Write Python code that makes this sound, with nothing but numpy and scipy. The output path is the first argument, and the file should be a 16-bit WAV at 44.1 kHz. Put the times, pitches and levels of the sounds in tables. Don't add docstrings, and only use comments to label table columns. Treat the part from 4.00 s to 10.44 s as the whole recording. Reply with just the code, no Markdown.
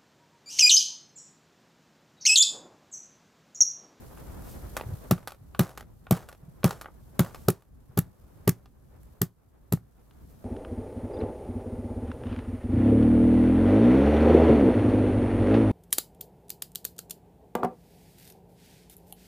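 import sys
import numpy as np
from scipy import signal
from scipy.fft import rfft, irfft, next_fast_len
from scipy.io import wavfile
from scipy.ndimage import map_coordinates

SR = 44100
rng = np.random.default_rng(int(sys.argv[2]) if len(sys.argv) > 2 else 0)


def dump(signal):
    limited = np.clip(np.atleast_2d(signal).T, -1, 1)
    pcm = np.round(limited * 32767).astype(np.int16)
    wavfile.write(sys.argv[1], SR, pcm)


N = 284120
T = np.arange(SR // 3) / SR

# start_s, strength_db, hardness_db_per_octave, clank_db, tink_db, rebound_s, buzz_db
SCOPE_BLOWS = [(1.1100, -2.86, 1.5, -0.5, -19.5, .011, -43.5), (1.5929, -2.5, 0, -4.5, -25, .018, -34),
               (2.1092, -1.6, -2, -4, -21.5, .014, -34), (2.642, -1.5, -.5, -2.5, -41, 0.018, -31.5),
               (3.1928, -2, -0.5, -1, -24.5, .012, -35)]
# start_s, ring_db, hardness_db_per_octave, timber_db, clank_db, crack_db, tink_db,
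# rebound_s, rebound_db
STOCK_BLOWS = [(3.4830, 0.5, 2, -6, -1, -16.5, -24.5, .018, -27.5),
               (3.9728, -7, 1, -.5, -5, -28.5, -23, 0.015, -21.5),
               (4.4753, -0.5, 1.5, 0, -3.5, -19.5, -20.5, .016, -20.5),
               (5.215, -4.5, -2.5, -7.5, -12, -19, -14.5, 0.0053, -56),
               (5.7224, -5.5, -2, -1.5, -22, -24, -21, 0.01, -32)]
# pitch_hz, level_db, t60_s
SCOPE_MODES = [(178.7, -8, 0.088), (299.8, -20, 0.03), (365.8, -20, 0.087), (613, -12, 0.022),
               (754, -39, 0.086), (1350, -34, .07)]
STOCK_MODES = [(148.4, -6, 0.033), (274, -24.5, 0.049), (358, -14, 0.06), (423, -13.5, .04),
               (571, -19, 0.025), (747, -31, 0.049)]
TIMBER_MODES = [(155.5, -5, 0.047), (114.8, -33, 0.24)]
# pitch_hz, bandwidth_hz, level_db
STEEL_MODES = [(404, 150, -1), (560, 220, 3.5), (820, 180, 0), (1150, 180, 1), (1416, 34, -4),
               (2460, 690, -19), (3400, 3000, -15)]
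# start_s, level_db, relative_tick_db, centre_hz
CLACKS = [(.174, -26.5, -34, 1800), (.421, -44, 7, 1500), (1.548, -15, -31, 1855),
          (2.068, -18, -35.5, 1860), (2.632, -12, -29, 1600), (2.708, -7.5, -18, 1490),
          (3.622, -36, -15.5, 1210), (4.658, -30.5, -23, 1420), (5.031, -53.5, 8.5, 1480),
          (5.773, -26.5, -37, 1250), (6.11, -35.5, -28, 2000)]
# start_s, fall_back_s, level_db, relative_tick_db, centre_hz, level_loss_db, tick_loss_db
RATTLES = [(0.767, 0.8106, -4.5, -13.5, 780, 4, 15.5), (1.274, 1.32, -10, -14, 1490, 9.5, 1.5),
           (1.775, 1.808, -14.5, -14.5, 1190, 4.5, 3.5), (2.288, 2.327, -19.5, -15, 1260, 4, 2),
           (2.812, 2.858, -16, -11.5, 1320, -2, 23), (3.346, 3.358, -18, -16.5, 1470, 6, 4)]
# fraction_of_fall_time, level_db
RATTLE_CONTACTS = [(0, 0), (.14, -4), (.7, -8), (1, 0), (1.56, -7)]
# centre_s, level_db, pitch_hz
GRIP_BUMPS = [(0.65, -34.5, 78), (0.869, -28, 96), (0.895, -28.5, 111), (.928, -26, 98), (0.94, -25, 117),
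              (1.422, -41, 112), (2.436, -41, 138), (2.488, -39.5, 161), (3.9, -41.5, 123)]
# centre_s, level_db, width_s
SWISHES = [(.075, -70.5, 0.11), (.505, -54, 0.042), (3.414, -63.5, 0.057), (6.31, -70, 0.021)]
# frequency_hz, relative_density_db
CRACK_SPECTRUM = [(100, -16), (500, 5), (1350, 1), (2200, -4), (4000, -4), (7000, -3.5), (9500, -0.5),
                  (12500, 0.5), (14500, 3.5), (16000, -11)]
TINK_SPECTRUM = [(9000, -38.5), (11300, -18.5), (11900, -0.5), (12600, 2), (13100, -4), (13800, -12),
                 (15000, -27)]
TICK_SPECTRUM = [(300, -15.5), (1500, 2), (4000, -10.5), (8000, -0.5), (12500, 6), (16000, -8)]
BUZZ_SPECTRUM = [(150, 0), (350, 14.5), (600, 14), (1080, 9.5), (1200, 9.5), (1350, 8), (1560, 5.5),
                 (2200, -3), (4000, -6.5), (9000, -6), (12500, -4), (14500, -9), (16000, -14.5)]
CLOTH_SPECTRUM = [(1200, -37.5), (2200, -13), (3200, -9.5), (7800, -8), (10500, -6.5), (12700, -3),
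                  (14500, -6), (16000, -13.5)]
WIND_SPECTRUM = [(12, -26), (22, -7.5), (40, -3), (62, 4), (90, -3), (130, -2.5), (200, -8), (300, -15.5),
                 (420, -21), (800, -57)]
GARDEN_SPECTRUM = [(120, -20.5), (200, -3.5), (320, -4), (520, -4), (1140, -12), (1700, -18), (2300, -24.5),
                   (4000, -35.5), (8000, -62)]
# time_s, level_db
BACKGROUND_CONTOUR = [(0.0, -65.5), (0.66, -62.5), (0.84, -64), (1.15, -66), (1.31, -75), (1.7, -73),
                      (1.83, -76.5), (3.08, -72.5), (3.39, -64.5), (3.62, -79.5), (4.39, -72.5),
                      (4.75, -79), (5.13, -74.5), (5.29, -82), (5.5, -82), (6.44, -71.5)]
# frequency_hz, correlation
AIR_COHERENCE = [(60, 0.96), (180, 0.03), (550, 0.097), (1650, 0.33), (4970, 0.076), (15000, 0.11)]
# frequency_hz, t60_s
YARD_DECAY = [(150, 0.2), (1000, 0.1), (4000, 0.11), (13000, 0.077)]
# frequency_hz, left_lead_rad
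PORT_PHASE = [(300, 0.12), (2500, 0.32), (6000, 0.33), (9000, -1.3), (12500, -1.1), (16000, -0.77)]

SCOPE_TIMBER_DB, SCOPE_CRACK_DB, SCOPE_REBOUND_DB = 2.5, -16.5, -32
STOCK_BUZZ_DB = -47.5
SCOPE_LAG_S, STOCK_LAG_S = 0.01171, .0136
SCOPE_LEAD_S = .0011
HOP_FIRST_S, HOP_GAP_S = .020, 0.049
HOP_DB, HOP_LOSS_DB, HOP_TICK_DB, HOP_HZ = -12.5, 7.5, -34.5, 1220
SOFT_TICK_DB, SOFT_CUTOFF_HZ, TICK_DB_PER_OCTAVE = -35, 2800, 10.5
DIP_SCALE_DB, DIP_ONSET_S, DIP_RECOVER_S = 6, 0.092, .3
WIND_DB, GARDEN_DB, CLOTH_DB = -50.5, -60, -67.5
WIND_FOLLOWS, GARDEN_FOLLOWS = 0.82, 0.96
BAND_LIMIT_HZ = 16000


def blows():
    thunks, metal = np.zeros(N), np.zeros((2, N))
    for start, db, hardness, clank_db, tink_db, rebound_s, buzz_db in SCOPE_BLOWS:
        add(thunks, start, thunk(SCOPE_MODES, db, hardness, db + SCOPE_TIMBER_DB, SCOPE_LAG_S))
        hit = crack(clank_db, db + SCOPE_CRACK_DB, tink_db, rebound_s, db + SCOPE_REBOUND_DB)
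        add(metal, start - SCOPE_LEAD_S, at_ports(hit + amp(buzz_db) * buzz()))
    for start, db, hardness, timber_db, clank_db, crack_db, tink_db, rebound_s, back_db in STOCK_BLOWS:
        add(thunks, start, thunk(STOCK_MODES, db, hardness, timber_db, STOCK_LAG_S))
        hit = crack(clank_db, crack_db, tink_db, rebound_s, back_db)
        add(metal, start, at_ports(hit + amp(clank_db + STOCK_BUZZ_DB) * buzz()))
    return cut_deep_bass(thunks), metal


def thunk(modes, ring_db, hardness, timber_db, lag_s):
    rifle = 0
    for k, (hz, db, t60) in enumerate(modes):
        tilt_db = hardness * np.log2(hz / modes[0][0])
        rifle += (-1) ** k * amp(db + tilt_db - 60 * T / t60) * np.sin(2 * np.pi * hz * T)
    timber = sum(amp(db) * burst(lag_s, 0.00039, t60) * np.sin(2 * np.pi * hz * (T - lag_s))
                 for hz, db, t60 in TIMBER_MODES)
    return amp(ring_db) * rifle - amp(timber_db) * timber


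def cut_deep_bass(vibration):
    high_passed = signal.sosfilt(signal.butter(2, 60, "high", fs=SR, output="sos"), vibration)
    bass_loss = [(25, -5.0), (50, -9.0), (66, -6.0), (85, -1.0)]  # frequency_hz, gain_db
    return filtered(high_passed, lambda hz: amp(along(bass_loss, hz)))


def crack(clank_db, crack_db, tink_db, rebound_s, rebound_db):
    contact = swell(0.0028, 0.00095) + amp(-18.5) * burst(0.0075, 0.00077, 0.048)
    slam = amp(crack_db) * puff(CRACK_SPECTRUM, contact)
    clank = amp(clank_db) * steel_ring(.0028, burst(0.0022, 0.0025, 0.027), centre_hz=1300)
    tink = amp(tink_db) * puff(TINK_SPECTRUM, swell(0.0038, 0.00055))
    rebound = amp(rebound_db) * puff(TICK_SPECTRUM, swell(rebound_s + 0.0027, 0.0018))
    settling = amp(-39) * noise(CRACK_SPECTRUM) * burst(0.0033, 0.0017, 0.12)
    return slam + clank + tink + rebound + settling


def steel_ring(start_s, scrape, centre_hz, width_octaves=0.9):
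    force = scrape * rng.standard_normal(len(T))
    force = 1.2 * force / np.linalg.norm(force)
    force[round(start_s * SR)] += 1
    reach = lambda hz: np.exp(-.5 * (np.log2(hz / centre_hz) / width_octaves) ** 2)
    response = lambda f: sum(amp(db) * reach(hz) * 1j * f * width / (hz * hz - f * f + 1j * f * width)
                             for hz, width, db in STEEL_MODES)
    ring = filtered(force, response)
    return ring / np.linalg.norm(ring)


def buzz():
    chatter = unit(amp(3 * wobble(400, size=len(T))))
    return noise(BUZZ_SPECTRUM) * chatter * burst(0.0017, 0.00065, 0.36)


def clacks():
    track = np.zeros((2, N))
    for start, db, tick_db, centre_hz in CLACKS + bolt_rattles() + fitting_hops(count=3):
        contact = burst(0, 0.0021, 0.0097) + amp(-24) * burst(0, 0.0018, 0.11)
        octaves = (tick_db - SOFT_TICK_DB) / TICK_DB_PER_OCTAVE
        low_pass = signal.butter(4, min(SOFT_CUTOFF_HZ * 2 ** octaves, BAND_LIMIT_HZ), fs=SR)
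        ring = signal.lfilter(*low_pass, steel_ring(.0005, contact, centre_hz))
        tick = amp(tick_db) * puff(TICK_SPECTRUM, contact)
        add(track, start, at_ports(amp(db) * (ring + tick)))
    return track


def bolt_rattles(sag_octaves=.7):
    return [(start + fraction * (fall_back - start),
             db + step_db - loss_db * fraction,
             tick_db - tick_loss_db * fraction,
             hz / 2 ** (sag_octaves * fraction))
            for start, fall_back, db, tick_db, hz, loss_db, tick_loss_db in RATTLES
            for fraction, step_db in RATTLE_CONTACTS]


def fitting_hops(count):
    return [(start + HOP_FIRST_S + HOP_GAP_S * k, db + HOP_DB - HOP_LOSS_DB * k, HOP_TICK_DB, HOP_HZ)
            for start, db, *_ in SCOPE_BLOWS for k in range(count)]


def handling(bump_width_s=0.0053):
    track, middle = np.zeros(N), T[-1] / 2
    for centre, db, hz in GRIP_BUMPS:
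        tone = np.cos(2 * np.pi * hz * (T - middle))
        add(track, centre - middle, amp(db) * swell(middle, bump_width_s) * tone)
    for centre, db, width in SWISHES:
        add(track, centre - middle, amp(db) * swell(middle, width) * noise(CLOTH_SPECTRUM))
    return track


def at_ports(sound):
    def response(hz):
        gain, phase = [map_coordinates(rng.standard_normal(64), [hz / 280], mode="wrap")
                       for _ in range(2)]
        ripple = np.clip(hz / 5500, .3, 1) * (.16 * gain + .17j * phase)
        return np.exp(np.outer([1, -1], .5j * along(PORT_PHASE, hz) + ripple))
    return filtered(sound, response)


def yard(sound):
    hz, t, spectra = signal.stft(rng.standard_normal((2, len(T))), SR, nperseg=256)
    decay = amp(-60 * t / along(YARD_DECAY, hz)[:, None])
    build_up = 1 - np.exp(-(T / 0.01) ** 2)
    mid, side = signal.istft(spectra * decay, SR, nperseg=256)[1][:, :len(T)] * build_up
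    tail = np.array([mid + amp(-12.5) * side, mid - amp(-11.5) * side])
    return signal.fftconvolve(sound[None], tail / np.linalg.norm(tail[0]), axes=1)[:, :N]


def background():
    t = np.arange(N) / SR
    level_db = np.interp(t, *np.transpose(BACKGROUND_CONTOUR))
    level_db -= level_db.mean()
    for start, *_ in SCOPE_BLOWS + STOCK_BLOWS:
        since = np.maximum(t - start, 0)
        onset = 1 - np.exp(-(since / DIP_ONSET_S) ** 2)
        level_db -= DIP_SCALE_DB * onset * np.exp(-since / DIP_RECOVER_S)
    wind = amp(WIND_DB + WIND_FOLLOWS * level_db) * rush(WIND_SPECTRUM, flutter_db=2.5, rate_hz=13)
    garden = amp(GARDEN_DB + GARDEN_FOLLOWS * level_db) * rush(GARDEN_SPECTRUM, flutter_db=2, rate_hz=25)
    cloth = amp(CLOTH_DB + level_db) * rush(CLOTH_SPECTRUM, flutter_db=1.5, rate_hz=170)
    return wind + garden + cloth


def rush(spectrum, flutter_db, rate_hz):
    def response(hz):
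        angle = np.arccos(np.clip(along(AIR_COHERENCE, hz), -1, 1)) / 2
        return amp(along(spectrum, hz)) * [np.cos(angle), np.sin(angle)]
    mid, side = filtered(rng.standard_normal((2, N)), response)
    flutter = amp(flutter_db * wobble(rate_hz, size=N))
    return unit(np.array([mid + side, mid - side]) * flutter)


def puff(spectrum, envelope):
    x = noise(spectrum) * envelope
    return x * np.linalg.norm(envelope) / np.linalg.norm(x)


def noise(spectrum):
    return unit(filtered(rng.standard_normal(len(T)), lambda hz: amp(along(spectrum, hz))))


def wobble(rate_hz, size):
    knots = rng.standard_normal(4096)
    return map_coordinates(knots, [np.arange(size) * rate_hz / SR], mode="wrap")


def burst(start_s, rise_s, t60_s):
    since = np.maximum(T - start_s, 0)
    return (1 - np.exp(-since / rise_s)) * amp(-60 * since / t60_s)


def swell(centre_s, width_s):
    return np.exp(-.5 * ((T - centre_s) / width_s) ** 2)


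def filtered(x, response):
    n = x.shape[-1]
    padded = next_fast_len(n + 8192)
    return irfft(rfft(x, padded) * response(np.fft.rfftfreq(padded, 1 / SR)), padded)[..., :n]


def along(points, hz):
    frequencies, values = np.transpose(points)
    return np.interp(np.log(hz + 1), np.log(frequencies + 1), values)


def add(track, start_s, sound):
    i = max(round(start_s * SR), 0)
    track[..., i:i + sound.shape[-1]] += sound[..., :N - i]


def amp(db):
    return 10 ** (np.asarray(db) / 20)


def unit(x):
    return x / np.sqrt(np.mean(x ** 2) + 1e-20)


def scene():
    thunks, metal = blows()
    metal = metal + clacks()
    direct = at_ports(thunks) + metal + handling()
    scatter = yard(amp(-18.0) * metal.mean(axis=0) + amp(-23.5) * thunks)
    balance = amp([[-.15], [.15]])
    return direct * balance + scatter + background()


def record(dry):
    return filtered(dry, lambda hz: 1 / np.sqrt(1 + (hz / BAND_LIMIT_HZ) ** 120))


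dry = scene()
out = record(dry)
dump(out)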